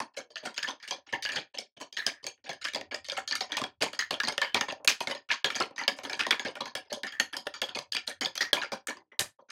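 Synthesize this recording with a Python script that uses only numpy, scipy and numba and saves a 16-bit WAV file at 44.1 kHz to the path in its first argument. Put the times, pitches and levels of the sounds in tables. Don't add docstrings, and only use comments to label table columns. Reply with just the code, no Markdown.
import sys
import numpy as np
from scipy import signal
from scipy.io import wavfile
from scipy.ndimage import uniform_filter1d, minimum_filter1d
from numba import njit

SR = 44100
rng = np.random.default_rng(int(sys.argv[2]) if len(sys.argv) > 2 else 0)


def gain_from_decibels(decibels):
    exponent = np.asarray(decibels, float) / 20
    return 10 ** exponent


def int16_out(signal):
    q = np.round(np.clip(np.atleast_2d(signal).T, -1, 1) * 32767)
    wavfile.write(sys.argv[1], SR, q.astype(np.int16))


N = 419391


def rumble():
    # start_s, level_db
    shudder = [
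        (0.0, -107),
        (1.3, -77.5),
        (1.53, -99),
        (2.429, -81),
        (2.88, -69.5),
        (4.579, -74),
        (5.82, -100.5),
        (6.268, -85),
        (8.311, -72),
        (9.5, -99),
    ]
    start_s, level_db = np.transpose(shudder)
    band = signal.butter(2, [70., 105.], "bandpass", fs=SR, output="sos")
    x = signal.sosfilt(band, rng.standard_normal(N))
    level = gain_from_decibels(np.interp(np.arange(N) / SR, start_s, level_db) + 1.5)
    return x / np.sqrt(np.mean(x ** 2)) * level


def room(x):
    t60_s, gap_s, level_db = 0.19, 0.0015, -10.5
    t = np.arange(int(.4 * SR)) / SR
    tail = rng.standard_normal(len(t)) * gain_from_decibels(-60 * t / t60_s) * (t > gap_s)
    tail /= np.sqrt(np.sum(tail ** 2))
    return signal.fftconvolve(x, tail)[:N] * gain_from_decibels(level_db)


def ticks(table, db, rise_s, t60_s, spread):
    out, t = np.zeros(N + SR), np.arange(SR // 10) / SR
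    shape = gain_from_decibels(-60 * t / t60_s) * (1 - np.exp(-t / rise_s))
    shape /= shape.max()
    for start_s, peak_db, pitch_hz in table:
        phase = 2 * np.pi * pitch_hz * t
        neighbours = np.sin(phase * (1 - spread)) + np.sin(phase * (1 + 1.4 * spread))
        tone = 1.08 * np.sin(phase) + 0.21 * neighbours
        out[int(start_s * SR):][:len(t)] += gain_from_decibels(peak_db + db) * shape * tone
    return out[:N]


def hollow_ticks():
    # start_s, peak_db, pitch_hz
    hollow_strikes = [(0.458, -28, 738), (2.943, -28.5, 600), (3.183, -37, 746), (3.599, -30, 623),
                      (3.639, -28.5, 753), (3.819, -30, 594), (3.864, -31, 890), (4.288, -32, 880),
                      (4.32, -33, 567), (4.381, -27, 560), (4.416, -28, 1075), (4.458, -36, 995),
                      (4.544, -29, 680), (4.576, -27, 944), (4.634, -28.5, 820), (4.875, -28.5, 1113),
                      (5.313, -25.5, 956), (5.337, -29.5, 1086), (5.453, -29, 523), (5.611, -25, 1043),
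                      (5.887, -28, 575), (6.452, -31, 265), (6.488, -31, 510), (6.609, -32, 805),
                      (6.92, -26, 593), (6.973, -31.5, 570), (7.199, -36, 860), (7.209, -35, 550),
                      (7.631, -32, 820), (8.247, -33, 775), (8.268, -33, 533), (8.53, -23, 583),
                      (8.585, -35, 680)]
    return ticks(hollow_strikes, -3.0, rise_s=0.00052, t60_s=.055, spread=.2)


def tin_ticks():
    # start_s, peak_db, pitch_hz
    tin_strikes = [(0.647, -21.5, 1730), (1.363, -25, 1890), (1.374, -32, 1810), (2.077, -24.5, 1620),
                   (2.947, -26, 1850), (3.171, -27, 1320), (3.185, -27, 1800), (3.312, -30, 2400),
                   (3.329, -20.5, 1770), (3.527, -28, 1870), (3.55, -26, 1850), (3.821, -21, 2470),
                   (3.993, -20.5, 1900), (4.024, -19.5, 1760), (4.239, -22.5, 1850), (4.419, -14, 1750),
                   (4.565, -20, 2270), (4.577, -31, 1160), (4.612, -23, 2290), (5.884, -18.5, 2260),
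                   (5.009, -25.5, 2520), (5.073, -23, 2150), (5.111, -26.5, 2010), (5.306, -15.5, 1730),
                   (5.446, -18.5, 1705), (5.454, -22, 1690), (5.607, -15, 1306), (5.616, -18, 1360),
                   (5.78, -24.5, 1850), (5.795, -23.5, 2010), (5.813, -25, 1920), (6.245, -30, 1800),
                   (6.252, -21, 1860), (6.316, -24, 1720), (6.346, -26.5, 1770), (6.451, -26, 1630),
                   (7.62, -21, 1730), (7.751, -27.5, 2490), (7.958, -24, 2380), (8.113, -29, 1830),
                   (8.249, -32, 2100), (8.568, -25, 2220), (8.618, -23.5, 1660)]
    return ticks(tin_strikes, -4.3, rise_s=0.00028, t60_s=0.042, spread=0.15)


def glass_ticks():
    # start_s, peak_db, pitch_hz
    glass_strikes = [(0.687, -23.5, 3250), (1.251, -24, 4800), (1.261, -21, 2890), (1.299, -27, 2930),
                     (1.361, -23.5, 4500), (1.373, -23, 3050), (1.587, -22, 5320), (1.972, -25, 3120),
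                     (2.066, -15.5, 5060), (2.643, -27.5, 5330), (2.751, -26.5, 4600), (2.946, -22.5, 4940),
                     (3.119, -24.5, 4760), (3.311, -19.5, 4300), (3.324, -17.5, 4550), (3.41, -21, 4400),
                     (3.52, -19.5, 3430), (3.822, -17.5, 4800), (3.838, -30, 5150), (3.864, -27.5, 3100),
                     (4.012, -25.5, 3050), (4.111, -24, 4350), (4.141, -23.5, 3230), (4.25, -23.5, 4270),
                     (4.273, -21.5, 4150), (4.546, -15.5, 3300), (4.576, -27, 2680), (4.883, -8, 2530),
                     (5.007, -26, 3100), (5.303, -18.5, 2530), (5.314, -17, 2460), (5.446, -14, 3270),
                     (5.505, -28, 3450), (5.547, -27, 3250), (5.603, -23, 5140), (5.623, -21, 4340),
                     (6.098, -28.5, 5150), (6.132, -25.5, 4000), (6.196, -24, 2960), (6.609, -23.5, 4020),
                     (7.2, -16, 3160), (7.692, -27, 3220), (7.749, -27.5, 4360), (7.789, -26, 4100),
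                     (7.923, -21, 4740), (7.951, -23, 4640), (7.974, -25, 3200), (8.077, -19, 4130),
                     (8.249, -19, 4620), (8.258, -16.5, 3460), (8.421, -20, 4700), (8.427, -23, 4870),
                     (8.537, -25, 3930), (8.568, -29, 3340), (8.616, -26.5, 4000),
                     (.583, -26, 5050), (.591, -27, 3000), (0.632, -23, 4870), (.674, -29, 3000),
                     (0.71, -30, 3570), (1.575, -29.5, 3070), (2.242, -30, 4720), (3.187, -32, 2800),
                     (3.278, -25.5, 4300), (5.316, -20, 3500), (7.091, -36, 4730), (5.837, -28.5, 4300),
                     (6.051, -28, 3170), (6.211, -32, 3100), (6.312, -11, 3380), (6.483, -32.5, 3650),
                     (7.334, -28, 3220), (7.969, -22.5, 4800)]
    return ticks(glass_strikes, -0.23, rise_s=0.00044, t60_s=0.008, spread=0.28)


def notes(table, db, rough, glide=0.):
    out, t = np.zeros(N + SR), np.arange(SR // 4) / SR
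    for start_s, peak_db, pitch_hz, t60_s in table:
        wobble = uniform_filter1d(rng.standard_normal((2, len(t))), size=130) * rough
        decay = gain_from_decibels(-60 * t / max(t60_s, .004))
        shape = decay * (1 - np.exp(-t / 0.00069)) * (1 + wobble[0])
        tone = np.sin(2 * np.pi * pitch_hz * t * (1 + glide * t) + wobble[1])
        out[int(start_s * SR):][:len(t)] += gain_from_decibels(peak_db + db) * shape * tone
    return out[:N]


def hollow_notes():
    # start_s, peak_db, pitch_hz, t60_s
    cavity = [(0.173, -40.5, 544, 0.23), (0.304, -54, 610, 0.14), (0.358, -49, 660, 0.24),
              (0.429, -39, 624, 0.22), (0.693, -26, 1044, 0.059), (1.129, -28, 958, 0.14),
              (2.493, -31.5, 720, 0.11), (2.761, -28, 814, 0.058), (3.178, -25, 780, 0.079),
              (3.41, -29, 763, 0.12), (4.416, -43.5, 542, 0.27), (5.013, -12.5, 730, 0.0085),
              (7.468, -21.5, 594, 0.049), (8.721, -27.5, 556, 0.1), (8.95, -54, 360, 0.36)]
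    # start_s, peak_db, pitch_hz, t60_s
    palm_thump = [
        (9.198, -32, 115.7, 0.16),
    ]
    return notes([*cavity, *palm_thump], -1.1, rough=5.7, glide=-0.53)


def tin_notes():
    # start_s, peak_db, pitch_hz, t60_s
    tin_ring = [(0.3661, -44, 1787, 0.29), (0.5802, -30, 1705, 0.12), (0.631, -30, 1756, 0.16),
                (0.829, -43, 1740, 0.38), (1.2517, -31, 1686, 0.34), (1.9706, -31, 1802, 0.49),
                (3.9923, -27, 1885, 0.2), (4.2005, -26, 1650, 0.11), (4.4187, -35.5, 1655, 0.3),
                (4.421, -34, 3065, 0.37), (5.7791, -51, 1756, 0.19), (7.1277, -37.5, 1770, 0.31),
                (8.0795, -45, 1800, 0.23), (8.4068, -24, 1876, 0.2), (9.1169, -49.5, 2016, 0.12)]
    return notes(tin_ring, -2, rough=7.5)


def wall_notes():
    # start_s, peak_db, pitch_hz, t60_s
    wall_ring = [
        (3.9923, -13, 1787, 0.026),
        (4.5456, -8.5, 2383, 0.013),
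        (4.8758, -7, 4310, 0.017),
        (5.445, -5, 3347, 0.013),
        (5.879, -5, 3164, 0.015),
        (7.199, -14.5, 1820, 0.03),
        (7.9219, -9, 4220, 0.0079),
        (8.531, 6.5, 3650, 0.0037),
        (9.1915, 0, 3886, 0.0074),
    ]
    return notes(wall_ring, 0.0, rough=7.0)


def knocks():
    # start_s, crack_db, rebound_db, thud_db (above the rebounds)
    tin_wet = [(1.064, -45, -45.5, -6), (1.125, -14, -28.5, 3), (1.249, -10.5, -34, -4),
               (1.289, -11, -31, -12.5), (2.459, -36, -39.5, -5), (2.91, -29, -30, -4),
               (3.615, -8.5, -39, 9), (4.14, -12, -38.5, -4), (4.2, -6, -54, -32), (4.415, -5, -21.5, -7),
               (4.681, -32, -28.5, 1), (5.288, -27, -29, -12.5), (5.779, -15.5, -25.5, -12),
               (5.809, -40, -32.5, -2), (6.192, -12.5, -18, -8.5), (6.448, -15.5, -26, -1),
               (7.067, -16, -33, -28), (7.965, -7, -31, -12), (8.567, -23, -30.5, -2),
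               (8.618, -24, -25, -11), (9.116, -70, -56, 3), (9.485, -57, -46, -8.5)]
    tin_bare = [(1.086, -71, -44.5, -17), (2.376, -43.5, -62, -2), (2.643, -25, -21.5, -19),
                (2.683, -12.5, -37.5, -23), (3.492, -37, -41.5, -2), (4.378, -4.5, -55, -15),
                (4.609, -1.5, -27.5, -6), (5.071, -10, -29.5, -1.5), (5.501, -13, -29.5, -8.5),
                (5.6, -9, -23, 0.5), (5.708, -26, -58.5, 12.5), (6.095, -14, -31.5, -3.5),
                (6.307, 1.5, -21.5, -5), (6.553, -17.5, -35, -3.5), (7.032, -9.5, -30, -3.5),
                (7.326, -30, -28.5, -4.5), (7.468, -11, -53, -5.5), (8.879, -31, -26, -7.5)]
    seam_wet = [(0.356, -21, -29.5, -34), (0.677, -18.5, -24.5, -3), (0.799, -34, -47.5, -18),
                (0.826, -25, -32.5, -35), (1.319, -15, -24.5, -10.5), (1.357, -16, -19, -5.5),
                (1.966, -19, -21.5, -20.5), (2.44, -32, -40.5, -6.5), (2.491, -15, -28, -5),
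                (2.612, -28, -30, -23), (3.084, -14, -37.5, -8.5), (3.406, -10, -23.5, -13),
                (3.518, -12.5, -24.5, -12.5), (3.99, -6.5, -19.5, -27), (4.273, -14, -22.5, -0.5),
                (4.544, -1.5, -16.5, -5), (5.148, -18, -36.5, -4.5), (5.443, -10, -17, -8),
                (5.552, -13, -20.5, -8.5), (6.265, -7.5, -29.5, 0.5), (6.394, -11.5, -28, -7.5),
                (6.655, -17.5, -31, -7), (6.898, -45, -35.5, -9.5), (7.122, -21.5, -43, -28),
                (7.538, -22, -29.5, -16), (7.686, -22.5, -34, -6), (8.408, -10, -16, -13)]
    seam_bare = [(0.001, -9, -36, 4.5), (0.137, -47, -57, -2), (0.165, -30, -30, -6), (0.431, -41, -43, 4),
                 (0.452, -20, -27, -4), (0.876, -19.5, -31.5, -13), (2.241, -24, -44, 5),
                 (2.942, -17.5, -33, -11), (3.117, -24, -34, -0.5), (3.821, -9, -20.5, -2),
                 (3.93, -19, -33.5, -9.5), (4.107, -3.5, -26.5, 5), (4.797, -52.5, -85, 42),
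                 (5.004, -12.5, -30.5, -2.5), (5.878, -2.5, -27, 0.5), (6.033, -18, -30.5, 3.5),
                 (6.482, -22, -45, 2), (6.751, -8, -27, -7), (6.963, -30, -70, 8), (7.198, -4, -25, -7.5),
                 (7.787, -12, -42, -5), (7.947, -12, -57, -2), (8.53, 1.5, -18, -3.5),
                 (8.718, -14.5, -28, -1.5)]
    glass_wet = [(0.562, -29, -35.5, -12), (0.627, -11, -33, -36), (0.908, -8.5, -26, -6.5),
                 (1.539, -48, -38, -4), (1.765, -51, -48.5, -1.5), (2.746, -10, -41, -5),
                 (3.097, -13.5, -37, -20), (3.325, -15.5, -59, -12), (3.637, -8.5, -40, -2),
                 (3.806, -22.5, -25.5, -1.5), (4.233, -12.5, -28, -2.5), (4.322, -14.5, -45, -20),
                 (4.722, -13, -53, 11), (4.875, 4, -11, -17.5), (5.095, -21, -29.5, 2),
                 (5.76, -29, -47, -9), (6.129, -13.5, -33, -5.5), (6.605, -11.5, -36.5, 5),
                 (6.847, -61, -57, -4), (7.751, -18, -29, 3.5), (8.258, -9.5, -39, -1.5),
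                 (8.969, -26.5, -55, 4.5), (9.388, -48, -58, 8), (9.501, -24, -37, -49)]
    glass_bare = [(1.223, -15, -25.5, -25), (1.8, -28, -35, -7), (1.812, -16, -39, -1.5),
                  (2.064, -5, -21, -8.5), (2.265, -8.5, -31, -14), (2.734, -15, -37, -10),
                  (3.044, -26, -36, -20), (3.352, -6.5, -27, -24), (3.568, -5.5, -21, -10.5),
                  (4.284, -8, -50, -22), (6.048, -24.5, -38, -3), (7.616, -5.5, -23.5, -3.5),
                  (7.919, -23, -27.5, -20.5), (8.073, -21.5, -25.5, -14.5), (8.209, -12.5, -20.5, -7.5),
                  (8.353, -11.5, -32, -17.5)]
    # start_s, crack_db, rebound_db, thud_db
    tin_blunt = [(0.577, -7.5, -27, -25), (0.647, -36, -41, -8), (0.933, -30, -54, 12.5),
                 (2.757, -8.5, -31.5, 2.5), (2.81, -14, -38, -4.5), (3.166, -20, -20.5, -25),
                 (3.307, -22, -17, -17), (5.109, -17, -35, -23), (5.312, -14, -9, -26.5),
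                 (5.986, -17.5, -35, -7.5)]
    # start_s, crack_db, rebound_db, thud_db
    glass_clink = [(0.303, -37, -48.5, -5), (0.542, -26.5, -48, -19), (1.583, -15, -29, -5.5),
                   (1.925, -23, -38.5, -17), (2.228, -37, -44.5, -1), (2.53, -24, -49, -2),
                   (3.275, -16.5, -27, -22), (5.304, -49, -35, -20), (6.926, -12, -29, -8.5),
                   (7.366, -10.5, -32.5, -8.5), (7.451, -62, -49.5, 2), (8.376, -8.5, -42, -18.5)]
    # start_s, crack_db, rebound_db, thud_db
    splits = [
        (3.174, -15, -43.5, 6.5),
        (4.846, -15.5, -53.5, -7),
        (5.965, -41, -45, -7),
        (6.157, -51.5, -55, 6),
        (8.067, -33.5, -35, -8),
        (8.87, -14, -38, -25),
    ]
    # start_s, crack_db, rebound_db, thud_db
    palm = [
        (9.193, -2.5, -20, -12),
    ]
    # wall_db, clack_db, splinter_db
    colours = [
        (1.6, -5, -24.5),
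        (0.6, -10, -17),
        (-5, -5, -21.5),
        (-2, -2.5, -10.5),
        (-3, 0.2, -15.5),
        (-6, -2, -13),
        (-8, -16, -55),
        (-10, -1, -11.5),
        (-2, -5.5, -1),
        (-3.5, -5, 1.5),
    ]
    tables = (tin_wet, tin_bare, seam_wet, seam_bare, glass_wet, glass_bare,
              tin_blunt, glass_clink, splits, palm)
    rows = []
    for table, colour in zip(tables, colours):
        for start_s, crack_db, rebound_db, thud_db in table:
            rows.append((start_s, crack_db, rebound_db + thud_db, *(rebound_db + np.array(colour))))
    return np.array(sorted(rows))


def grains(scatter_db):
    x = rng.standard_normal(N) * gain_from_decibels(scatter_db * np.minimum(rng.exponential(size=N), 6))
    return x / np.sqrt(np.mean(x ** 2))


def held(at, values):
    latest = np.searchsorted(at, np.arange(N), side="right") - 1
    return values[np.clip(latest, 0, None)]


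@njit
def resonate(crack, rebound, snap, shower, keep, hz, width):
    y = np.empty(len(snap))
    c = c0 = r = r0 = b = l = b2 = l2 = last = g = k = 0.
    for i in range(len(y)):
        if hz[i] != last:
            last, g, k = hz[i], np.tan(np.pi * hz[i] / SR), width[i] / hz[i]
        c, c0 = c * keep[0] + crack[i], c0 * keep[1] + crack[i]
        r, r0 = r * keep[2] + rebound[i], r0 * keep[3] + rebound[i]
        drive = snap[i] * (c - c0) + shower[i] * (r - r0) + 1e-18
        v = (b + g * (drive - l)) / (1 + g * (g + k))
        b, l = 2 * v - b, l + 2 * g * v
        w = (b2 + g * (k * v - l2)) / (1 + g * (g + k))
        b2, l2, y[i] = 2 * w - b2, l2 + 2 * g * w, k * w
    return y


def contact_ticks(rows, at, total_db, snap):
    tick_s, lag_s = 0.00032, 0.0018
    keep = np.exp(-1 / SR / np.array([tick_s, tick_s / 2, 1, 1]))
    dull_db = 1.25 * rows[:, 1] + 8.6
    bright_db = rows[:, 1] + rows[:, 5] - total_db - 1.5
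    out, silent = np.zeros(N), np.zeros(N)
    for hz, width_hz, db in ((3560.0, 2900.0, dull_db), (10800.0, 19000.0, bright_db)):
        tick = np.zeros(N)
        tick[at + int(lag_s * SR)] = gain_from_decibels(db)
        out += resonate(tick, silent, snap, snap, keep, np.full(N, hz), np.full(N, width_hz))
    return out


def ice():
    # pitch_hz, width_hz, level_db
    thud = [(123, 170, -9), (263.3, 146, -0.5), (387, 136, -3), (567, 238, 1), (763, 78, 2.5),
            (972, 350, -0.5)]
    wall = [(1420, 470, -2), (1756, 250, 5.5), (2260, 297, 3.5), (2817, 860, -2)]
    clack = [(3208, 280, 8.5), (3650, 960, 2), (4320, 800, 3.5), (4776, 580, 7), (5460, 300, 2.5),
             (6350, 700, 2.5)]
    splinter = [(6740, 3900, 2), (8530, 3100, 0), (10580, 1800, -7.5), (12600, 3000, -15),
                (14400, 2700, -20.5)]
    # start_s, level_db
    facing = [
        (0, -0.5),
        (3.7, 0.5),
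        (4.6, 8),
        (6.3, 5),
        (7.3, 10),
        (9.5, 2.5),
    ]
    # start_s, level_db
    wetted = [
        (0.6, 3.5),
        (1.1, -5.5),
        (2.7, -5),
        (3.2, 2.5),
        (6.3, 0.5),
        (6.8, 2.5),
    ]
    crack_s, crack_rise_s, rise_s, rebound_t60_s = 0.0017, 0.00083, 0.0059, 0.14
    flare_s, patch_db = 0.0012, 4.0
    detune, place_db = 0.03, 2.8
    rows = knocks()
    at = (rows[:, 0] * SR).astype(int)
    knock = held(at, np.arange(len(at)))
    total_db = 10 * np.log10(np.sum(gain_from_decibels(rows[:, 2:]) ** 2, axis=1))
    keep = np.exp(-1 / SR / np.array([crack_s, crack_rise_s, rebound_t60_s / np.log(1000), rise_s]))
    snap, shower = rng.standard_normal(N), grains(5.3)
    strikes = 1. * (np.abs(snap[::-1]) > 3.0)
    flare = 0.73 + 0.74 * signal.lfilter([1], [1, -np.exp(-1 / (flare_s * SR))], strikes)
    patches = uniform_filter1d(uniform_filter1d(snap, size=400), size=400)
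    patches = gain_from_decibels(patch_db * patches / np.std(patches))
    shower = shower / np.sqrt(np.mean(patches ** 2))
    snap = np.sign(snap)
    out = contact_ticks(rows, at, total_db, snap)
    blur = 0.75 + 0.11 * np.maximum(total_db + 23.5, 0)
    facing_db = np.interp(rows[:, 0], *np.transpose(facing))
    wetted_db = np.interp(rows[:, 0], *np.transpose(wetted))
    for column, modes in enumerate((thud, wall, clack, splinter)):
        power = sum(gain_from_decibels(db) ** 2 * np.pi * width / SR for _, width, db in modes)
        fade = 1 + 0.079 * column
        for hz, width, db in modes:
            chance = rng.standard_normal((len(at), 2))
            mode_db = db + place_db * chance[:, 0] - 10 * np.log10(blur)
            mode_db += (hz > 10500) * facing_db + (900 < hz < 1500) * wetted_db
            rebound_db = mode_db + rows[:, 2 + column]
            crack, rebound = np.zeros(N), np.zeros(N)
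            crack[at] = gain_from_decibels(rebound_db + rows[:, 1] - total_db - 1.0)
            rebound[at] = gain_from_decibels(rebound_db + 2.0)
            pitch = np.minimum(hz * (1 + detune * chance[:, 1]), .45 * SR)[knock]
            own = np.roll(shower * patches, rng.integers(N)) * flare
            ring = resonate(crack, rebound, snap, own, keep ** [1, 1, fade, 1], pitch, width * blur[knock])
            out += ring / np.sqrt(power)
    return out


def scene():
    near = ice() + wall_notes() + tin_notes() + hollow_notes()
    near += glass_ticks() + tin_ticks() + hollow_ticks()
    return (near + room(near) + rumble())[None]


def noise_gate(x):
    threshold_db, tilt_db, ratio = -81.5, -17, 1.8
    spectrum = signal.stft(x, nperseg=512, noverlap=384)[2]
    heard = uniform_filter1d(uniform_filter1d(np.abs(spectrum), size=3, axis=2), size=11, axis=1)
    threshold = gain_from_decibels(threshold_db + tilt_db * np.linspace(0, 1, heard.shape[1])[:, None])
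    gain = np.minimum(heard / threshold + 1e-9, 1) ** (ratio - 1)
    return signal.istft(spectrum * gain, nperseg=512, noverlap=384)[1][:, :N]


def duck_treble(x):
    depth_db, split_hz = -36, 1300
    treble = signal.sosfiltfilt(signal.butter(2, split_hz, "highpass", fs=SR, output="sos"), x)
    now = uniform_filter1d(np.abs(treble), size=90)
    coming = np.roll(-minimum_filter1d(-now, size=500), -330)
    passed = np.minimum(now / (coming * gain_from_decibels(depth_db) + 1e-12), 1) ** 2
    return x - treble * uniform_filter1d(1 - passed, size=60)


def low_pass(x):
    return signal.sosfilt(signal.butter(12, 16540, fs=SR, output="sos"), x)


def record(dry):
    clean = duck_treble(noise_gate(dry))
    cut = signal.sosfilt(signal.ellip(8, .2, 70, 15800, fs=SR, output="sos"), clean)
    cut = signal.sosfilt(signal.butter(1, 140, "highpass", fs=SR, output="sos"), cut)
    return low_pass(cut)


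dry = scene()
out = record(dry)
int16_out(out)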